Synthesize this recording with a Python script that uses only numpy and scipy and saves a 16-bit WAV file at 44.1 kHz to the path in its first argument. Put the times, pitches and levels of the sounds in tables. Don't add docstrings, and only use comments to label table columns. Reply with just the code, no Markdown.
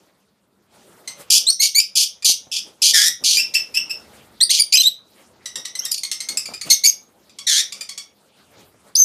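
import sys
import numpy as np
from scipy import signal
from scipy.fft import rfft, irfft, next_fast_len
from scipy.io import wavfile
from scipy.ndimage import uniform_filter1d, minimum_filter1d

SR = 44100
rng = np.random.default_rng(int(sys.argv[2]) if len(sys.argv) > 2 else 0)


def invert_db(x):
    u = np.asarray(x, float) / 20
    return 10 ** u


def wav_record(signal):
    frames = np.transpose(np.atleast_2d(signal))
    bounded = np.clip(frames, -1, 1)
    quanta = np.round(bounded * 32767).astype(np.int16)
    wavfile.write(sys.argv[1], SR, quanta)


N = 398663


def at_hz(points, hz):
    points = np.array(points)
    return np.interp(np.log(hz), np.log(points[:, 0]), points[:, 1])


def rms_one(x):
    return x / np.sqrt(np.mean(x ** 2) + 1e-20)


def drift(rate_hz, size):
    r = np.exp(-2 * np.pi * rate_hz / SR)
    slow = signal.lfilter([1], [1, -2 * r, r * r], rng.standard_normal(size + 8000))[8000:]
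    return slow / np.sqrt((1 + r * r) / (1 - r * r) ** 3)


def band_pass(x, low_hz, high_hz):
    return signal.sosfilt(signal.butter(2, [low_hz, high_hz], "band", fs=SR, output="sos"), x)


def coloured(spectrum, patchy_db):
    out, white = 0, rng.standard_normal((2, N))
    low_hz, top_hz = spectrum[0][0], spectrum[-1][0]
    edges = np.geomspace(low_hz, top_hz, round(2 * np.log2(top_hz / low_hz)))
    for k, (low, high) in enumerate(zip(edges, edges[1:])):
        band = band_pass(white[k % 2], low, high)
        flicker = np.repeat(drift(400, N // 40 + 1), 40)[:N]
        out = out + invert_db(at_hz(spectrum, np.sqrt(low * high)) + patchy_db * flicker) * band
    return rms_one(out)


def room(x):
    # (frequency [Hz], t60 [s])
    decay_times = [(1000, 0.34), (2000, 0.26), (4000, 0.25), (8000, 0.19), (14000, 0.17)]
    first_wall_s = 0.0013
    t = np.arange(round(.6 * SR)) / SR
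    sparse = rng.random(len(t)) < .02 + t / .04
    density = np.clip(0.0067 + t / 0.036, 0, 1)
    walls = rng.standard_normal(len(t)) * sparse / np.sqrt(density) * (t > first_wall_s)
    edges, tail = 350 * 2 ** np.arange(0, 6, .7), 0
    for low, high in zip(edges, edges[1:]):
        t60 = at_hz(decay_times, np.sqrt(low * high))
        tail = tail + band_pass(walls, low, high) * invert_db(-60 * t / t60)
    return signal.fftconvolve(x, tail / np.sqrt(np.sum(tail ** 2)))[:N]


def drone():
    # (frequency [Hz], bandwidth [Hz], level [dB])
    fan_modes = [(195, 20, -69), (100, 15, -82.5)]
    out = invert_db(-80) * rng.standard_normal(N)
    for hz, width_hz, level_db in fan_modes:
        r = np.exp(-np.pi * width_hz / SR)
        poles = [1, -2 * r * np.cos(2 * np.pi * hz / SR), r * r]
        out += invert_db(level_db) * rms_one(signal.lfilter([1, 0, -1], poles, rng.standard_normal(N)))
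    return out


def rustle():
    # (frequency [Hz], spectral density [dB per Hz])
    wing_spectrum = [(88, -32.5), (165, -2.5), (404, -2.5), (439, -0.5), (735, -5), (928, -10.5),
                     (1400, -9), (1820, -42), (3080, -120)]
    # (frequency [Hz], spectral density [dB per Hz])
    feather_spectrum = [(530, -23.5), (900, -21.5), (1420, -5.5), (2510, -8), (4060, -7.5), (6060, -12),
                        (8040, -12), (15000, -17)]
    # (time [s], level [dB])
    bustle = [(0, -58), (.33, -68), (.68, -65), (.76, -51), (1.5, -53), (1.56, -66), (2.3, -61), (2.6, -56),
              (3.2, -63), (3.4, -52), (3.95, -49), (4.4, -53), (4.9, -62), (5.3, -56), (6.15, -59),
              (6.8, -57), (8.05, -60.5), (9.04, -60)]
    # (time [s], half length [s], level [dB], feather hiss relative to it [dB])
    flutters = [(1.11, .04, -53, -5), (1.21, .06, -49, -5), (1.51, .04, -55, -3), (1.65, .04, -55, -18),
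                (1.8, .05, -57, -3), (2.68, .08, -52, -12), (2.84, .035, -45, -6), (2.97, .06, -47, -16),
                (3.1, .06, -49, -18), (3.23, .05, -44, -20), (3.37, .05, -49, -10), (3.6, .1, -60, 3),
                (5.59, .06, -46, -20), (5.85, .12, -54, -2), (6.52, .08, -41, -16), (6.675, .04, -35, -12),
                (7.62, .08, -58, -5), (7.78, .09, -54, -6), (8.4, .07, -62, -2), (8.87, .08, -56, -10),
                (5.2, .15, -62, -6), (6.33, .15, -49, -17), (8.6, .2, -51, -13), (4.15, .12, -66, 0)]
    # (time [s], level [dB])
    draught = [(0.0, -82), (1.26, -68), (1.56, -76), (4.33, -63), (4.51, -76), (5.54, -68), (5.97, -78),
               (6.7, -59), (6.77, -79), (7.53, -69), (8.31, -81), (8.58, -64), (8.99, -73), (9.04, -64)]
    t = np.arange(N) / SR
    low_gain = invert_db(np.interp(t, *np.transpose(bustle)))
    hiss_gain = invert_db(-13.5) * low_gain
    for s, half, level_db, hiss_db in flutters:
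        swell = np.clip(1 - np.abs(t - s) / half, 0, 1) ** 2
        low_gain = low_gain + invert_db(level_db) * swell
        hiss_gain = hiss_gain + invert_db(level_db + hiss_db) * swell
    wings = invert_db(-1.7) * low_gain * coloured(wing_spectrum, patchy_db=2.5)
    air = rms_one(band_pass(rng.standard_normal(N), 60, 130))
    air = invert_db(np.interp(t, *np.transpose(draught)) + 1.5) * air
    feathers = invert_db(9.5) * hiss_gain * coloured(feather_spectrum, patchy_db=3.7)
    return wings + air + feathers


def thumps():
    # (time [s], peak level [dB], t60 [s])
    beats = [(1.199, -36.5, 0.014), (2.297, -26.5, 0.011), (2.469, -40.5, 0.051), (2.927, -39, 0.022),
             (3.214, -42, 0.026), (6.489, -26, 0.012), (6.524, -32, 0.02), (6.666, -33.5, 0.014),
             (6.709, -27, 0.02), (8.744, -47, 0.024)]
    out, t = np.zeros(N), np.arange(round(.1 * SR)) / SR
    for s, level_db, t60 in beats:
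        puff = band_pass(rng.standard_normal(len(t)) * invert_db(-60 * t / t60), 90, 800)
        first = round(s * SR)
        out[first:first + len(t)] += invert_db(level_db) * puff / np.abs(puff).max()
    return out


def note_clock():
    return np.arange(round(.2 * SR)) / SR


def sing(out, s, length, level_db, pitch, swell, throat, tilt_db=0, odd_db=0, half_db=-90, breath=0,
         rise=0.00067, fall=.004):
    t = np.arange(len(pitch)) / SR
    phase = 2 * np.pi * np.cumsum(pitch) / SR
    partials = np.arange(1, 19) / 2 if half_db > -60 else np.arange(1, 10)
    note = 0
    for k in partials:
        hz = np.minimum(k * pitch, .45 * SR)
        kind_db = half_db if k % 1 else odd_db * (k % 2) * (.4 if k == 1 else 1)
        gain = invert_db(at_hz(throat, hz) + tilt_db * np.log2(hz / 4500) + kind_db)
        note = note + gain * (hz < .45 * SR) * np.sin(k * phase + k * k)
    note = note * swell * (1 + breath * drift(1000, len(t)))
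    attack = np.clip(t / rise, 0, 1)
    release = np.clip((length + fall - t) / (2 * fall), 0, 1) ** 2
    first = round(s * SR)
    out[first:first + len(t)] += (invert_db(level_db) * attack * release * rms_one(note))[:N - first]


def above(x, hz):
    return signal.sosfilt(signal.butter(8, hz, "high", fs=SR, output="sos"), x + 1e-18)


def through(x, beak):
    size = next_fast_len(N)
    hz = np.arange(size // 2 + 1) * SR / size + 1
    return irfft(rfft(x, size) * invert_db(at_hz(beak, hz)), size)[:N]


def chips():
    # (time [s], pitch [Hz], level [dB], half-pitch partials [dB])
    chip_rows = [(1.075, 2075, -24.5, -16), (2.223, 2400, -34.5, -9), (5.457, 1935, -24, -14),
                 (5.556, 1890, -23, -15), (5.651, 1955, -26, -16), (5.752, 2044, -24, -20),
                 (5.858, 1885, -26, -33), (6.033, 2238, -19.5, -14), (6.114, 2060, -16.5, -8),
                 (6.203, 2124, -22, -13), (6.287, 2209, -17, -29), (6.371, 2636, -14.5, -26),
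                 (6.455, 2312, -27.5, -21), (6.536, 2420, -29.5, -19), (6.612, 2260, -25.5, -31.5),
                 (6.691, 2580, -33, -4.5), (7.294, 2420, -51.5, -3), (7.386, 2250, -29, 0),
                 (7.721, 2293, -27, -5), (7.808, 2394, -26, -9), (7.89, 2206, -27, -6),
                 (7.976, 2300, -26.5, -2.5)]
    # (frequency [Hz], level [dB])
    chip_throat = [(900, -17.5), (1500, -18), (2300, -3.5), (3600, 3.5), (5500, 6.8), (8000, 1.5),
                   (11000, -3), (13000, -17.5), (17000, -28.5)]
    out = np.zeros(N)
    for s, hz, level_db, half_db in chip_rows:
        louder = np.clip(level_db + 24, -12, 12)
        length = .0112 - .0002 * louder
        tilt_db = -2.2 + .3 * louder + 3 * (hz - 2200) / 1000
        t = note_clock()
        pitch = hz * np.exp((.032 + .09 * np.exp(-t / .002)) * drift(700, len(t)))
        swell = invert_db(2.1 * drift(300, len(t)))
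        sing(out, s, length, level_db, pitch, swell, chip_throat, tilt_db, 0.5, half_db, breath=.3,
             rise=0.0013, fall=0.0073)
    return above(out, 690)


def whistles(rows, waver, breath, scoop, tilt_db=0):
    # (frequency [Hz], level [dB])
    whistle_throat = [(900, -44.5), (1500, -9.5), (2300, -15), (3300, 9), (4700, -7.1), (6200, 2.5),
                      (8000, -13.5), (10500, -17), (13000, -15), (17000, -44)]
    out, last_end = np.zeros(N), 0
    for s, length, first_hz, last_hz, level_db, odd_db in rows:
        t = note_clock()
        progress = np.clip(t / length, 0, 1)
        pitch = first_hz + (last_hz - first_hz) * np.sin(np.pi / 2 * progress)
        fresh = s - last_end > .004
        unsteady = waver * drift(380, len(t)) + .006 * drift(27, len(t))
        pitch = pitch * np.exp(-fresh * scoop * np.exp(-t / 0.0035) + unsteady)
        swell = invert_db(2.9 * drift(120, len(t)))
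        swell = swell * invert_db(-fresh * 9 * (1 - progress))
        sing(out, s, length, level_db, pitch, swell, whistle_throat, tilt_db, odd_db, half_db=-48,
             breath=breath, rise=.001 + fresh * .12 * length, fall=.002)
        last_end = s + length
    return above(out, 1550)


def far_whistles():
    # (time [s], length [s], first pitch [Hz], last pitch [Hz], level [dB])
    far_rows = [(1.5, 0.0033, 4900, 6100, -3.5), (3.365, 0.024, 2412, 2450, -15),
                (3.387, 0.02, 2637, 2650, -16.5), (3.538, 0.013, 2000, 2400, -18),
                (3.549, 0.023, 2603, 2650, -14.5), (3.74, 0.041, 2485, 2680, -16),
                (3.895, 0.021, 2533, 2692, -20.5)]
    odd_db = -4
    return whistles([(*row, odd_db) for row in far_rows], waver=.025, breath=0.15, scoop=0.04, tilt_db=-2)


def near_whistles():
    # (time [s], length [s], first pitch [Hz], last pitch [Hz], level [dB])
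    full_rows = [(1.593, 0.067, 2115, 2286, -13.5), (1.746, 0.05, 2140, 2362, -9),
                 (4.404, 0.013, 1820, 1968, -11.5), (4.493, 0.019, 1850, 2220, -14.5),
                 (4.585, 0.025, 2150, 2360, -15), (4.733, 0.026, 2412, 2530, -3),
                 (4.831, 0.034, 3705, 3790, -11.5), (5.789, .008, 5480, 5760, -14),
                 (6.702, 0.022, 2126, 2180, -5), (6.836, 0.033, 2134, 2313, -8.5),
                 (8.952, 0.0075, 4950, 5320, -3.5)]
    # (time [s], length [s], first pitch [Hz], last pitch [Hz], level [dB])
    pure_rows = [(4.77, 0.0073, 3000, 2430, -11), (4.778, 0.043, 4050, 4066, -12),
                 (4.866, .02, 3880, 3980, -7), (5.798, 0.0041, 5620, 6580, -23),
                 (6.728, 0.017, 5890, 6560, -12), (6.872, 0.029, 6420, 6480, -10),
                 (8.957, .004, 5100, 4740, -9.5), (8.963, 0.044, 5930, 6450, -13),
                 (8.998, 0.054, 6264, 6206, -9)]
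    # (time [s], length [s], first pitch [Hz], last pitch [Hz], level [dB])
    shrill_rows = [(1.466, 0.042, 3880, 4330, -8.5), (4.414, .014, 4190, 4220, -4),
                   (4.428, 0.012, 4300, 4810, -6.5), (4.505, 0.016, 4250, 4510, -13),
                   (4.595, .03, 5060, 4595, -11), (4.753, .005, 2550, 3080, -7),
                   (4.758, 0.022, 3112, 3100, -9), (4.8, 0.011, 2800, 3140, -12),
                   (4.817, 0.0092, 3150, 2900, -13.5), (5.8, 0.049, 2650, 3220, -35),
                   (5.92, 0.012, 4600, 5170, -17), (5.982, 0.014, 4500, 4660, -24)]
    kinds = [(full_rows, -5.5), (pure_rows, 1.2), (shrill_rows, -19)]
    rows = sorted((*row, odd_db) for kind, odd_db in kinds for row in kind)
    return whistles(rows, waver=.009, breath=.05, scoop=.11)


def screeches(rows, trill_hz, beak, sweep, chaos, breath, low_hz, sag, fade_db):
    # (frequency [Hz], level [dB])
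    even_throat = [(100, 0), (20000, 0)]
    out = np.zeros(N)
    for s, length, hz, level_db, tilt_db in rows:
        t = note_clock()
        progress = np.clip(t / length, 0, 1)
        turn = 2 * np.pi * np.cumsum(trill_hz * (1 + .05 * drift(60, len(t)))) / SR
        unrest = np.clip(t / .012, .2, 1)
        trill = np.sin(turn) - 0.99 * np.cos(2 * turn) + .4
        bend = unrest * (sweep * trill + chaos * drift(360, len(t)))
        pitch = hz * np.exp(bend + .02 * drift(25, len(t)))
        pitch = pitch * np.exp(-sag * np.sin(np.pi * progress))
        swell = invert_db(2.0 * np.cos(turn + .5) + 1.8 * drift(200, len(t)) + 1.5 * drift(30, len(t)))
        swell = swell * invert_db(-fade_db * progress ** 3)
        sing(out, s, length, level_db + 4, pitch, swell, even_throat, tilt_db, breath=breath,
             rise=.0025, fall=.006)
    return above(through(out, beak), low_hz)


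def harsh_calls():
    # (time [s], length [s], pitch [Hz], level [dB], tilt [dB per octave])
    screech_rows = [(1.301, 0.088, 2515, -9, 2.76), (1.61, 0.07, 2311, -16.5, 1.3),
                    (1.799, 0.0082, 2640, -13.5, -2.6), (1.953, 0.099, 2423, -14, 1.8),
                    (2.245, 0.083, 2344, -12.5, 2.24), (2.515, 0.083, 2610, -24.5, -2.9),
                    (2.818, 0.1, 2480, -13, 0.4), (3.238, 0.14, 2405, -16, -0.5),
                    (4.5, 0.097, 2406, -19, -2.2), (8.951, 0.013, 4446, -27.5, -2),
                    (4.723, 0.014, 2410, -18, -5.3), (4.81, 0.041, 2900, -12, 33.2)]
    # (time [s], pitch [Hz], level [dB], tilt [dB per octave])
    rasp_rows = [(6.7, 2234, -5.5, 2.3), (6.858, 2670, -11.5, 3.5), (5.849, 2720, -13, 9),
                 (5.913, 2530, -12, 8), (6.047, 2180, -27, -11), (5.94, 2370, -20.5, 0),
                 (5.977, 2470, -23, 0), (6.125, 2890, -27, 2.5)]
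    # (time [s], length [s], pitch [Hz], level [dB], tilt [dB per octave])
    hoarse_rows = [(6.708, .035, 2230, -15, 3), (6.838, .03, 2300, -20, 1), (3.539, .018, 2500, -23, 3),
                   (3.742, .018, 2600, -28, 0)]
    # (time [s], length [s], pitch [Hz], level [dB], tilt [dB per octave])
    deep_rows = [
        (2.935, 0.1155, 1840, -11.5, -1),
        (3.043, 0.046, 1995, -11.5, 1.5),
    ]
    # (time [s], length [s], pitch [Hz], level [dB], tilt [dB per octave])
    squawk_rows = [
        (7.467, 0.15, 1947, -17.5, 0.16),
    ]
    # (frequency [Hz], level [dB])
    open_beak = [(1500, -32), (2100, -24.5), (2600, -11), (3500, 5.5), (4800, -0.1), (6000, 3.5),
                 (7800, -9.5), (10000, -7.5), (12500, -16), (17000, -48.5)]
    # (frequency [Hz], level [dB])
    deep_beak = [(1200, -20), (1900, -6), (2650, -15.5), (3300, -4), (4500, -3), (5600, 1.2), (8000, -9.5),
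                 (10000, -8.5), (12500, -14.5), (17000, -40.5)]
    # (frequency [Hz], level [dB])
    squawk_beak = [(1200, -14), (2000, -8), (2700, -2), (3300, 0), (4200, 7.8), (5000, -4), (6000, 6.5),
                   (8000, -6.5), (10500, -8), (17000, -35)]
    trill_hz, squawk_trill_hz, rasp_s = 170, 157, .0115
    rasps = [(s, rasp_s, hz, level_db, tilt_db) for s, hz, level_db, tilt_db in rasp_rows]
    out = screeches(screech_rows + rasps, trill_hz, open_beak, sweep=.13, chaos=.055, breath=.18,
                    low_hz=2200, sag=.03, fade_db=6)
    out = out + screeches(deep_rows, trill_hz, deep_beak, sweep=.15, chaos=.025, breath=.09,
                          low_hz=1300, sag=.05, fade_db=1.5)
    out = out + screeches(squawk_rows, squawk_trill_hz, squawk_beak, sweep=.11, chaos=.02, breath=.06,
                          low_hz=1250, sag=.17, fade_db=0)
    return out + screeches(hoarse_rows, trill_hz, open_beak, sweep=.1, chaos=.06, breath=.2,
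                           low_hz=2000, sag=0, fade_db=3)


def scene():
    harsh = harsh_calls()
    near = near_whistles()
    far = far_whistles()
    distant = chips()
    wet = room(invert_db(-3) * harsh + invert_db(-9) * near + invert_db(1) * far + invert_db(2.5) * distant)
    dry = harsh + near + far + distant + wet + rustle() + thumps() + drone()
    return dry[None]


def band_limit(x):
    return signal.sosfilt(signal.butter(12, 15810, fs=SR, output="sos"), x)


def record(dry):
    x = signal.sosfilt(signal.butter(2, 55.7, "high", fs=SR, output="sos"), dry)
    peak_gain = minimum_filter1d(np.minimum(1, .97 / (np.abs(x) + 1e-9)), size=161, axis=1)
    x = x * uniform_filter1d(peak_gain, size=81, axis=1)
    x = signal.sosfilt(signal.cheby2(12, 60, 15950, fs=SR, output="sos"), x)
    return band_limit(x)


dry = scene()
out = record(dry)
wav_record(out)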